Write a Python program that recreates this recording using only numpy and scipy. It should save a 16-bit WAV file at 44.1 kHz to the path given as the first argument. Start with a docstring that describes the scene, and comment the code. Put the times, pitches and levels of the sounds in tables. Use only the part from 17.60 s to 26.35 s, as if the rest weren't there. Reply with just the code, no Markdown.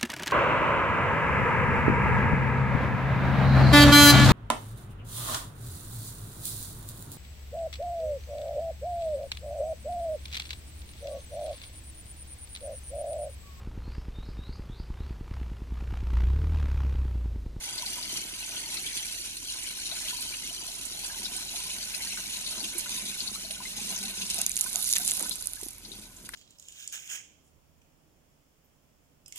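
"""A thin jet from a watering can pours into a funnel of folded cloth standing on muddy ground.
It splashes and traps ringing bubbles in the pool, makes the air in the funnel ring and drums on
the wet cloth. As the can is lifted, the jet breaks up and spatters over the rim, and the last
drops fall. Behind it all is soft outdoor air, with two motors droning far away."""
import sys
import numpy as np
from scipy import signal
from scipy.io import wavfile
from scipy.ndimage import uniform_filter1d

SR = 44100
rng = np.random.default_rng(int(sys.argv[2]) if len(sys.argv) > 2 else 0)


def store_wav(level_fs):
    """Save 16-bit WAV to argv[1]."""
    pcm = np.round(np.clip(np.atleast_2d(level_fs), -1, 1) * 32767)
    wavfile.write(sys.argv[1], SR, pcm.T.astype(np.int16))


N = 385875
TIME = np.arange(N) / SR
SPLASH_LAG_S, HOLLOW_LAG_S = 0.00012, 0.00009  # splashes and deep funnel sounds reach the right later

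# Levels in a table compare its rows; the functions then set how loud each layer is.
# The tone of the outdoor air. Each row: frequency in Hz, level in dB.
AIR_TONE = [(15, -10), (30, -4), (60, 1), (130, -5.5), (260, -4.5), (500, -15), (1000, -23), (3000, -21.5),
            (13000, -17)]
# Far motors. Each row: pitch in Hz, then levels in dB at one, two and three times that pitch.
MOTORS = [(38.6, -60.5, -70, -69.5), (47.7, -70.5, -75.5, -107)]

# How hard the water falls. Each row: time in seconds, level in dB.
FLOW = [(0, -40), (0.3, -39), (0.8, -40.5), (1.5, -38.5), (1.8, -40.5), (2.25, -39), (2.5, -39),
        (2.75, -39.5), (3.1, -41), (4.4, -38), (5.6, -39), (5.97, -43.5), (6.3, -38), (6.7, -39),
        (6.9, -43.5), (7.2, -42), (7.45, -41.5), (7.68, -41.5), (7.77, -46.5), (8.03, -52.5), (8.2, -58.5),
        (8.75, -58.5)]
# Water that misses the pool and hits cloth and ground. 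Each row: time in seconds, share from 0 to 1.
SPILL_SHARE = [(0, 0.01), (6.15, 0.03), (6.65, 0.02), (6.85, 0.05), (7.3, 0.96), (7.65, 0.2), (8.1, 0.47),
               (8.25, 0.03), (8.75, 0.24)]
# Lumps of water landing at once. Each row: middle in seconds, level in dB, length in seconds.
SPURTS = [(0.336, -34.5, 0.015), (0.527, -41, 0.19), (0.97, -41, 0.024), (1.139, -34.5, 0.04),
          (1.377, -38, 0.055), (2.073, -41, 0.03), (2.51, -37.5, 0.13), (5.38, -36, 0.048),
          (6.3, -39.5, 0.054), (6.619, -37, 0.015), (6.71, -35.5, 0.016), (6.789, -34.5, 0.056),
          (7.29, -41, 0.11), (7.486, -37.5, 0.039), (7.6, -43, 0.082), (8.04, -47, 0.028),
          (8.343, -49, 0.14), (8.661, -49.5, 0.015)]
# How deep the jet plunges. Each row: time in seconds, churning in dB compared with the flow.
PLUNGE = [(0, -9), (1.2, -14), (1.8, -20.5), (2.4, -15), (2.8, -14), (3.6, -11), (4.6, -14), (6, -11.5),
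          (7.3, -15.5), (8.4, -1)]
# How much air the jet drags under. Each row: time in seconds, level of the burbling in dB.
BURBLE_LEVEL = [(0, -55.5), (0.9, -54.5), (1.36, -50), (1.58, -59.5), (1.88, -64), (2.03, -52),
                (2.17, -57.5), (2.48, -51.5), (2.8, -63.5), (3.3, -60), (3.6, -57.5), (4.1, -58),
                (4.45, -50.5), (5.0, -60.5), (5.3, -53.5), (5.92, -62.5), (6.25, -55.5), (6.8, -58.5),
                (6.92, -56.5), (7.6, -62), (7.8, -71), (8.2, -66.5), (8.75, -74)]

# The notes of the wet, loaded cloth. Each row: pitch in Hz, width in Hz, level in dB.
CLOTH_NOTES = [(195, 21, -2.5), (143, 22, 0.5), (270, 29.4, 3.5), (330, 130, -1)]
# The cloth sags as it fills. Each row: time in seconds, dB of its first note above the others.
CLOTH_SAG = [(0, -2), (1.8, -10), (3.5, -2.5), (5.0, 2.5), (5.55, 1), (5.95, 10), (6.5, 11.5), (7.15, 3),
             (8.75, 2)]
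# Booms as the cloth gives way a little. Each row: middle in seconds, level in dB.
THUMPS = [(0.59, -53.5), (0.97, -58), (1.15, -66), (3.67, -60), (5.47, -57), (6.81, -61), (7.38, -53),
          (7.64, -50.5), (8.31, -50.5), (8.42, -51.5), (8.62, -54.5)]
# Water patting the cloth. Each row: start in seconds, level in dB, pitch in Hz, fade time in seconds.
CLOTH_PATS = [(5.908, -22.5, 3500, 0.0034), (7.354, -23, 3100, .005), (7.361, -17, 3300, 0.0071),
              (7.366, -20.5, 2100, 0.0024), (7.488, -25, 3200, 0.0087), (7.516, -26.5, 3200, .004),
              (7.604, -34.5, 1400, 0.0032), (7.63, -39, 1110, 0.0043), (7.603, -40.5, 330, 0.025),
              (8.027, -40, 320, 0.0037), (8.061, -42, 290, 0.004), (8.6912, -30, 1500, 0.0005),
              (8.735, -32.5, 1600, 0.013), (8.738, -30.5, 3400, 0.011)]
# The notes of the air in the funnel. Each row: pitch in Hz, width in Hz, level in dB.
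FUNNEL_NOTES = [(650, 68, -3), (794, 62, -4.5), (998, 60, 1), (1295, 120, -1), (1490, 57, 6.5),
                (2050, 430, -5)]
# Water closing over a pocket of air. Each row: middle in seconds, level in dB.
GLUGS = [(0.22, -52), (0.3, -63), (0.4, -46.5), (0.55, -48), (0.96, -47.5), (1.05, -61), (1.16, -49.5),
         (1.38, -68), (1.55, -53), (1.95, -52), (2.1, -62), (2.34, -52), (2.47, -51), (2.95, -68),
         (3.52, -64), (4.99, -49), (5.26, -58), (6.33, -46), (6.8, -45), (7.05, -48.5), (7.17, -45.5),
         (7.39, -52), (7.51, -54), (7.62, -44)]
# Single bubbles, from bloops to plinks. Each row: start in seconds, level in dB, pitch in Hz.
SINGLE_BUBBLES = [(0.229, -29, 923), (0.265, -43, 794), (0.31, -51, 620), (0.379, -33, 960),
                  (0.53, -42, 264), (0.952, -45, 319), (0.976, -47, 960), (1.035, -46, 316),
                  (2.066, -21.5, 2990), (2.075, -38, 1490), (2.188, -33, 1490), (2.199, -26, 4300),
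                  (2.32, -34.5, 670), (2.368, -31, 1490), (2.46, -40, 647), (2.508, -29, 1454),
                  (2.53, -34, 990), (2.587, -34, 945), (2.723, -26, 2330), (2.833, -27.5, 2080),
                  (2.895, -25, 2980), (2.908, -35, 685), (3.025, -43, 685), (3.085, -37, 674),
                  (2.961, -27, 4020), (3.498, -26, 1610), (3.543, -38, 1530), (3.885, -27, 3900),
                  (3.936, -32, 840), (3.942, -36, 695), (4.059, -37, 980), (4.339, -23, 2510),
                  (4.406, -25.5, 2080), (4.473, -19, 4500), (4.573, -24.5, 1480), (4.926, -24, 4050),
                  (5.003, -19, 4400), (5.024, -34.5, 311), (5.15, -32, 344), (5.26, -28, 1450),
                  (5.747, -33, 1110), (5.758, -32, 1270), (5.845, -38, 650), (5.903, -35.5, 627),
                  (6.003, -28, 984), (6.054, -23, 2040), (6.183, -32, 810), (6.435, -36, 760),
                  (6.624, -27, 3500), (6.785, -30, 680), (7.061, -28, 1490), (7.06, -31, 1024),
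                  (7.148, -31, 720), (7.169, -40, 890), (7.226, -21, 3960), (7.395, -32.5, 710),
                  (7.403, -30, 1500), (7.661, -29.5, 1480), (7.808, -36.5, 1470), (7.969, -36, 1630)]

# Hard drops beside the pool. Each row: start in seconds, level in dB, pitch of the slap in Hz.
HARD_DROPS = [(6.2715, -15, 8450), (6.2916, -15, 8500), (6.314, -11, 8840), (6.3777, -13, 6200),
              (6.7019, -4.5, 7900), (6.7443, -9.5, 9600), (6.765, -19, 9000), (6.7821, -15, 7000),
              (6.788, -6.5, 6800), (6.7929, -10, 8800), (6.8142, -7, 6540), (6.816, -0.5, 7900),
              (6.8643, 4, 6500), (6.8952, -6, 9650), (6.9168, -6.5, 7000), (6.9582, -11, 9800),
              (6.9671, 0, 6700), (6.9754, -4, 9550), (6.9904, -7, 10500), (6.9953, -13, 9500),
              (7.0103, 3, 6800), (7.0122, -15, 9000), (7.0153, -3, 8950), (7.0431, -11, 9000),
              (7.0832, -15, 9000), (7.1299, -9, 9500), (7.1417, -16, 9600), (7.1584, 2, 6840),
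              (7.244, -16, 9400), (7.2762, -4, 9400), (7.2911, -0.5, 9900), (7.3127, -8, 10300),
              (7.3271, 5, 6750), (7.336, 0.5, 5550), (7.3565, -6, 8000), (7.3628, -3, 7000),
              (7.367, -1, 6200), (7.3837, -4, 10000), (7.463, -16, 9000), (7.4777, 1.5, 7500),
              (7.4868, -9, 8500), (7.4973, -6, 7500), (7.511, -1.5, 8100), (7.5174, -4, 7000),
              (7.5368, -7, 9000), (7.5511, -10, 8500), (7.57, -7, 10100), (7.5765, -17, 9500),
              (7.5954, -6, 9400), (7.6085, -10, 9000), (7.6265, -5.5, 8500), (7.695, -6, 10100),
              (7.7567, -8, 9800), (7.8112, -15, 7000), (7.8246, -11, 10000), (7.8577, -12, 9600),
              (7.86, -12, 9800), (7.8713, -4, 9900), (7.9105, -20, 9500), (7.9343, -9.5, 9400),
              (7.9572, -18, 9700), (7.965, -22, 9700), (8.014, -13, 9500), (8.0344, -15, 9400),
              (8.056, -19, 6400), (8.0603, -20, 9800), (8.0855, -12, 10200), (8.1076, -15, 10000),
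              (8.1825, -20, 9900), (8.396, -25, 8500), (8.4231, -33, 8460), (8.691, -17, 8400)]
# Single splashes in the pool. Each row: start in seconds, level in dB, pitch in Hz,
# width as a share of that pitch.
SPLASHES = [(0.18, -11, 4300, 0.33), (0.262, -11.5, 4400, 0.22), (0.329, -25, 4400, 0.29),
            (0.427, -15.5, 4350, 0.67), (0.451, -24, 4400, 0.47), (0.738, -25, 3100, 0.44),
            (0.827, -18, 2610, 0.3), (0.862, -15.5, 7250, 0.51), (0.964, -16, 3200, .25),
            (1.17, -14, 4170, 0.33), (1.264, -13, 3200, .25), (1.372, -16, 3500, .6),
            (2.033, -15.5, 7800, .5), (2.314, -14.5, 3950, 0.17), (2.413, -16, 7230, 0.8),
            (2.483, -14.5, 3160, 0.18), (2.608, -14, 10150, .4), (2.739, -14, 2820, 0.85),
            (3.253, -12.5, 8300, 0.54), (3.464, -16, 7350, 0.84), (3.648, -14.5, 5050, 0.17),
            (3.655, -12, 3910, 0.15), (3.765, -15, 8950, 0.35), (4.522, -15.5, 2650, .3),
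            (4.864, -12.5, 4020, 0.27), (5.041, -11.5, 3200, 0.51), (5.182, -7.5, 9900, 0.49),
            (5.603, -10, 4340, 0.32), (5.675, -12.5, 4320, 0.16), (5.849, -16, 4220, 0.16),
            (5.908, -14, 9600, 0.2), (6.362, -10.5, 6070, 0.28), (6.613, -19, 2800, 0.25),
            (7.71, -11, 4000, 0.25), (7.724, -17, 4800, 0.32), (8.249, -20, 4400, 0.38),
            (8.317, -19.5, 3880, 0.25), (8.566, -25, 7000, .35)]
# The tone of a hard drop's crack. Each row: frequency in Hz, left level in dB, right level in dB.
CRACK_TONE = [(300, -35, -36), (1300, -30, -25), (2750, -9.5, -10), (4400, -4, -26), (7000, -1.5, -8),
              (8700, -41, -1), (10500, -9, 5.5), (12000, -17, -0.5), (14200, -40, -9.5)]
# The tone of spatter on a firm surface. Each row: frequency in Hz, left level in dB, right level in dB.
SPATTER_TONE = [(500, -45, -36), (1410, -13.5, -37), (2000, -29, -20), (2980, -8, -6.5), (3920, 2.5, -5),
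                (4800, -8.5, -6.5), (6900, -2, 0.5), (8400, -22, -0.5), (9900, 0.5, 4), (11100, -32, 3),
                (12800, -1, -4), (14500, -18, -4)]
# The tone of splashing in the pool. Each row: frequency in Hz, left level in dB, right level in dB.
POOL_TONE = [(478, -17.5, -53), (1400, -29, -19.5), (2080, -9.5, -14), (2650, -9.5, -7.5), (3100, -4.5, -7),
             (3500, -6.5, -6), (3970, -2, -12), (4870, -5, -9.5), (6230, -0.5, -2.5), (7920, -16, -5),
             (9200, -22, 0), (9870, -13.5, 0), (11000, -24, -5), (12160, -8.5, -15), (13300, -17, -21.5)]


def gain_of(db):
    """Turns decibels into a number to multiply a sound by."""
    return 10 ** (np.asarray(db) / 20)


def evened(x):
    """Scales a sound so that the mean of its channels has an average (rms) level of 1."""
    return x / np.sqrt(np.mean(np.atleast_2d(x).mean(0) ** 2) + 1e-20)


def curve(rows):
    """Joins rows of time and value with straight lines, giving a value for every sample."""
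    return np.interp(TIME, *np.transpose(rows))


def wander(count):
    """A slow random drift through count points."""
    return np.interp(TIME, np.linspace(0, N / SR, count), rng.standard_normal(count))


def swell(s, db, length_s):
    """The power of one brief rounded swell around time s."""
    return gain_of(db) ** 2 * np.exp2(-np.minimum(2 * abs(TIME - s) / length_s, 10) ** 2)


def add(mix, s, sound):
    """Mixes a stereo sound in at time s."""
    part = mix[:, max(round(s * SR), 0):][:, :sound.shape[1]]
    part += sound[:, :part.shape[1]]


def panned(x, left_db):
    """Makes the left side left_db louder than the right."""
    return x * gain_of([[left_db / 2], [-left_db / 2]])


def levels_at(tone, hz):
    """Looks up the levels of a tone table at the given frequencies."""
    freqs, *columns = np.transpose(tone)
    return np.array([np.interp(np.log(hz + 1), np.log(freqs + 1), db) for db in columns])


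def colour(x, tone, size=2048, lead=32):
    """Gives each side its tone; both share one phase, so the lag between them is kept."""
    gain = gain_of(levels_at(tone, abs(np.fft.fftfreq(size, 1 / SR))))
    phase = -signal.hilbert(np.log(gain.mean(0))).imag
    taps = np.roll(np.fft.ifft(gain * np.exp(1j * phase)).real, lead, axis=1)
    return signal.oaconvolve(x, taps[:, :size // 2], axes=1)[:, lead:lead + N]


def resonate(x, hz, width):
    """Lets through the sound near one pitch; a smaller width rings longer."""
    return signal.lfilter(*signal.iirpeak(min(hz, SR / 3), hz / min(width, SR / 4), SR), x)


def ring(x, notes):
    """A body that rings at several notes when x strikes it."""
    return sum((-1) ** k * gain_of(db) * resonate(x, hz, width)
               for k, (hz, width, db) in enumerate(notes))


def impacts(per_s, spread_db, scatter_s=0., cap=5.2, lag_s=SPLASH_LAG_S):
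    """Random clicks of uneven size; scatter_s varies the lag between left and right."""
    chance, size, place = rng.random(N), rng.exponential(1, N), rng.standard_normal(N)
    left_at = np.flatnonzero(chance < per_s / SR)
    height = gain_of(spread_db * np.minimum(size[left_at], cap)) * rng.choice([-1, 1], N)[left_at]
    right_at = np.round(left_at + (lag_s + scatter_s * place[left_at]) * SR).astype(int) % N
    return np.array([np.bincount(left_at, height, N), np.bincount(right_at, height, N)])


def surges(per_s, spread_db, fade_s, steady):
    """The jet arrives in beads: each lifts the level at once and dies away."""
    hits = impacts(per_s, spread_db, cap=4.6)[0] ** 2
    power = signal.lfilter([1], [1, -np.exp(-2 / (fade_s * SR))], hits)
    average = uniform_filter1d(power, size=SR // 4) + 1e-9
    return np.sqrt(power / average + steady)


def bubble(hz, cycles, rise, lag_s, onset_cycles=0.35):
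    """A trapped air bubble swells, rings and climbs in pitch as it nears the surface."""
    life = cycles / hz
    t = np.maximum(np.arange(int(5 * life * SR) + 16) / SR - np.array([[0], [lag_s]]), 0)
    note = np.sin(2 * np.pi * hz * (t + rise * t * t / (2 * life)))
    return note * np.exp(-t / life) * (1 - np.exp(-hz * t / onset_cycles))


def bubbles(per_s, low_hz, high_hz, cycles, spread_db, rise=0.027, scatter_s=0.00005,
            lag_s=SPLASH_LAG_S):
    """A swarm of bubbles of all sizes, with equal power at every pitch."""
    out = np.zeros((2, N))
    for when, pitch, size, length, place in rng.random((12000, 5))[:int(per_s * N / SR)]:
        hz = low_hz * (high_hz / low_hz) ** pitch
        height = hz * gain_of(spread_db * min(-np.log(size), 3.2))
        own_lag_s = lag_s + scatter_s * (2 * place - 1)
        add(out, when * N / SR, height * bubble(hz, cycles * (0.5 + length), rise, own_lag_s))
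    return out


def puff(db, hz, width, fade_s, likeness, size=4096):
    """A puff of droplets: quickly dying noise near one pitch. Likeness makes the two sides alike."""
    t = np.arange(size) / SR
    left, other = rng.standard_normal((2, size)) * np.exp(-t / fade_s)
    delayed = np.interp(t - SPLASH_LAG_S, t, left, left=0)
    right = likeness * delayed + np.sqrt(1 - likeness ** 2) * other
    noise = resonate(resonate([left, right], hz, width), hz, width)
    return gain_of(db) * noise / abs(noise).max()


def fold_echoes(x, echo_db, fade_s, patterns=7, size=1500):
    """Short echoes off the folds of cloth; their pattern keeps changing as the water moves about."""
    t = np.arange(size) / SR
    place = np.repeat(rng.integers(0, patterns, N // 256 + 1), 256)[:N]
    echoes = np.zeros((2, N))
    for k in range(patterns):
        tail = rng.standard_normal((2, size)) * np.exp(-t / fade_s) * (t > 0.0005)
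        tail /= np.linalg.norm(tail, axis=1, keepdims=True)
        echoes += signal.oaconvolve(x * (place == k), tail, axes=1)[:, :N]
    return x + gain_of(echo_db) * echoes


def shifting_tone(x, echo_db=-11):
    """A very short echo, slowly lengthening and wavering, makes the splashing's tone shift."""
    delay_s = 0.000653 + 0.000017 * TIME + 0.00003 * wander(count=90)
    return x + gain_of(echo_db) * np.array([np.interp(TIME - delay_s, TIME, side) for side in x])


def outdoor_air(level_db=-55.5):
    """The soft rush of open air, partly the same on both sides."""
    noise = rng.standard_normal(N) + 0.67 * rng.standard_normal((2, N))
    return gain_of(level_db) * evened(colour(noise, AIR_TONE, size=8192))


def far_motors(waver=0.0023):
    """Two far motors whose low, slightly wavering notes beat together."""
    out = np.zeros(N)
    for hz, *levels in MOTORS:
        turns = np.cumsum(hz * (1 + waver * wander(count=24))) / SR
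        for k, db in enumerate(levels, 1):
            out += gain_of(db) * np.sqrt(2) * np.sin(2 * np.pi * (k * turns + rng.random()))
    return out


def stray_drips(follow=0.38):
    """Spilled droplets tick on the mud; they fade less than the flow, so they stand out as it dies."""
    ticks = evened(colour(impacts(per_s=120, spread_db=0.5, scatter_s=0.00002, cap=2.4), CRACK_TONE))
    return ticks * gain_of(-26 + follow * curve(FLOW)) * curve(SPILL_SHARE)


def cloth_drum(thump_s=0.075):
    """The jet beats on the cloth, which booms more as it sags and thumps when it gives way."""
    beats = resonate(impacts(per_s=380, spread_db=4), hz=282, width=230)
    sag = gain_of(curve(CLOTH_SAG))
    body = sag * evened(ring(beats, CLOTH_NOTES[:1])) + evened(ring(beats, CLOTH_NOTES[1:]))
    thumps = np.sqrt(sum(swell(s, db, thump_s) for s, db in THUMPS) / (1 + sag ** 2))
    return panned(body * (gain_of(curve(FLOW) - 22.5) + thumps), left_db=4)


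def churn(drift_db=4, glug_s=0.05):
    """Plunging water rings now one, now another note of the funnel, traps bubbles and at times glugs."""
    knocks = impacts(per_s=380, spread_db=3.5, scatter_s=0.00004, cap=3.34, lag_s=HOLLOW_LAG_S)
    hollow = sum(ring(knocks * gain_of(drift_db * wander(count=130)), [note]) for note in FUNNEL_NOTES)
    gurgle = bubbles(per_s=170, low_hz=590, high_hz=1050, cycles=8, spread_db=2.8, rise=0.015,
                     lag_s=HOLLOW_LAG_S)
    both = fold_echoes(evened(hollow) + gain_of(-2.5) * evened(gurgle), echo_db=-10, fade_s=0.0046)
    power = gain_of(curve(FLOW) + curve(PLUNGE)) ** 2 + sum(swell(s, db, glug_s) for s, db in GLUGS)
    return panned(evened(both), left_db=5) * gain_of(-5) * np.sqrt(power)


def burble():
    """Mid-sized bubbles come and go with the air that the jet drags under."""
    swarm = bubbles(per_s=600, low_hz=1500, high_hz=3200, cycles=18.5, spread_db=3.5, rise=0.01)
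    swarm = fold_echoes(resonate(swarm, hz=2213, width=510), echo_db=-0.5, fade_s=0.0038)
    return panned(evened(swarm), left_db=5) * gain_of(curve(BURBLE_LEVEL))


def bloops_and_pats():
    """Single bubbles ring in the funnel, and water pats its cloth wall."""
    out = np.zeros((2, N))
    for s, db, hz in SINGLE_BUBBLES:
        cycles = 9 * max(hz / 1000, 1)  # small, high bubbles ring for more cycles
        bloop = bubble(hz, cycles, rise=0.022, lag_s=HOLLOW_LAG_S, onset_cycles=0.66)
        add(out, s, gain_of(db - 10.5) * bloop)
    for s, db, hz, fade_s in CLOTH_PATS:
        add(out, s, puff(db, hz, 0.9 * hz, fade_s, likeness=0.9))
    return panned(fold_echoes(out, echo_db=-2.5, fade_s=0.0033), left_db=4)


def hard_drops(crack_s=0.0004, size=256):
    """Drops smack a firm surface: each makes a sharp crack and a slap of a few quick cycles."""
    slaps, cracks = np.zeros((2, 2, N))
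    for s, db, hz in HARD_DROPS:
        slap = bubble(hz, cycles=2.54, rise=0.011, lag_s=SPLASH_LAG_S, onset_cycles=1.3)
        left_db = -8 - 13 * np.log2(hz / 7000)  # small, high drops lean further right
        add(slaps, s, panned(gain_of(db - 4.5) * slap, left_db))
        crack = rng.standard_normal(size) * np.exp(-np.arange(size) / (crack_s * SR))
        crack = signal.lfilter(*signal.butter(1, 0.35 * hz, "high", fs=SR), crack)
        crack *= gain_of(db + 4.5) / np.linalg.norm(crack)
        add(cracks, s, np.array([crack, np.roll(crack, round(SPLASH_LAG_S * SR))]))
    return fold_echoes(slaps + colour(cracks, CRACK_TONE), echo_db=-11, fade_s=0.0014)


def splashes():
    """Larger beads burst in the pool and leave a small bubble ringing."""
    out = np.zeros((2, N))
    for s, db, hz, width_share in SPLASHES:
        left_db, right_db = levels_at(POOL_TONE, hz)
        lean_db = 0.84 * (left_db - right_db)
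        burst = puff(db, hz, width_share * hz, fade_s=0.015, likeness=0.11)
        ping = gain_of(db - 3.5) * bubble(hz, cycles=26, rise=0.02, lag_s=SPLASH_LAG_S)
        add(out, s, panned(burst, lean_db))
        add(out, s, panned(ping, lean_db))
    return gain_of(-13.5) * out


def pool_spray():
    """The wobbling jet hits the pool in uneven clusters, making spray and tiny ringing bubbles."""
    spray = impacts(per_s=6000, spread_db=2, scatter_s=0.00002)
    beads = surges(per_s=120, spread_db=1, fade_s=0.0012, steady=0.91)
    fizz = bubbles(per_s=800, low_hz=2606, high_hz=13196, cycles=33, spread_db=2.5, rise=0.0091,
                   scatter_s=0.00004)
    pings = bubbles(per_s=300, low_hz=2400, high_hz=4987, cycles=32, spread_db=2, rise=0.0071)
    ticks = bubbles(per_s=90, low_hz=3230, high_hz=10800, cycles=3.9, spread_db=1.5)
    spray, fizz, pings, ticks = (evened(colour(x, POOL_TONE)) for x in (spray, fizz, pings, ticks))
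    water = fold_echoes(spray * beads + fizz, echo_db=-0.5, fade_s=0.016) + gain_of(-1.5) * pings
    clusters = surges(per_s=50, spread_db=0.5, fade_s=0.025, steady=1.2)
    return evened(shifting_tone(clusters * (evened(water) + gain_of(-11) * ticks)))


def spatter():
    """Spilled water crackles on cloth and ground, and fine droplets ring briefly on the mud."""
    patter = impacts(per_s=1700, spread_db=5.5, scatter_s=0.00002, cap=2.3)
    patter *= surges(per_s=160, spread_db=-2, fade_s=0.0033, steady=0.51)
    droplets = bubbles(per_s=600, low_hz=4020, high_hz=12760, cycles=2.6, spread_db=-1,
                       scatter_s=0.00003)
    crackle = evened(colour(patter, SPATTER_TONE)) + gain_of(1) * evened(colour(droplets, SPATTER_TONE))
    return evened(fold_echoes(crackle, echo_db=-3, fade_s=0.0047))


def jet():
    """The jet's splashing gives way to spatter as its water misses the pool."""
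    spilled = curve(SPILL_SHARE)
    level = np.sqrt(gain_of(curve(FLOW)) ** 2 + sum(swell(*spurt) for spurt in SPURTS))
    inside = gain_of(-1.08) * np.sqrt(1 - spilled) * pool_spray()
    outside = gain_of(7.5) * np.sqrt(spilled) * spatter()
    return level * (inside + outside)


def scene():
    """All the water over the outdoor background."""
    pouring = jet() + burble() + churn() + cloth_drum()
    small_sounds = splashes() + hard_drops() + stray_drips() + bloops_and_pats()
    return pouring + small_sounds + outdoor_air() + far_motors()


def record(dry, ceiling=0.85, top_hz=13950):
    """Rounds off the sharpest peaks, then cuts the highest treble."""
    rounded = ceiling * np.tanh(dry / ceiling)
    low_pass = signal.firwin(255, top_hz, window=("kaiser", 8), fs=SR)
    return signal.oaconvolve(rounded, low_pass[None], "same")


dry = scene()
out = record(dry)
store_wav(out)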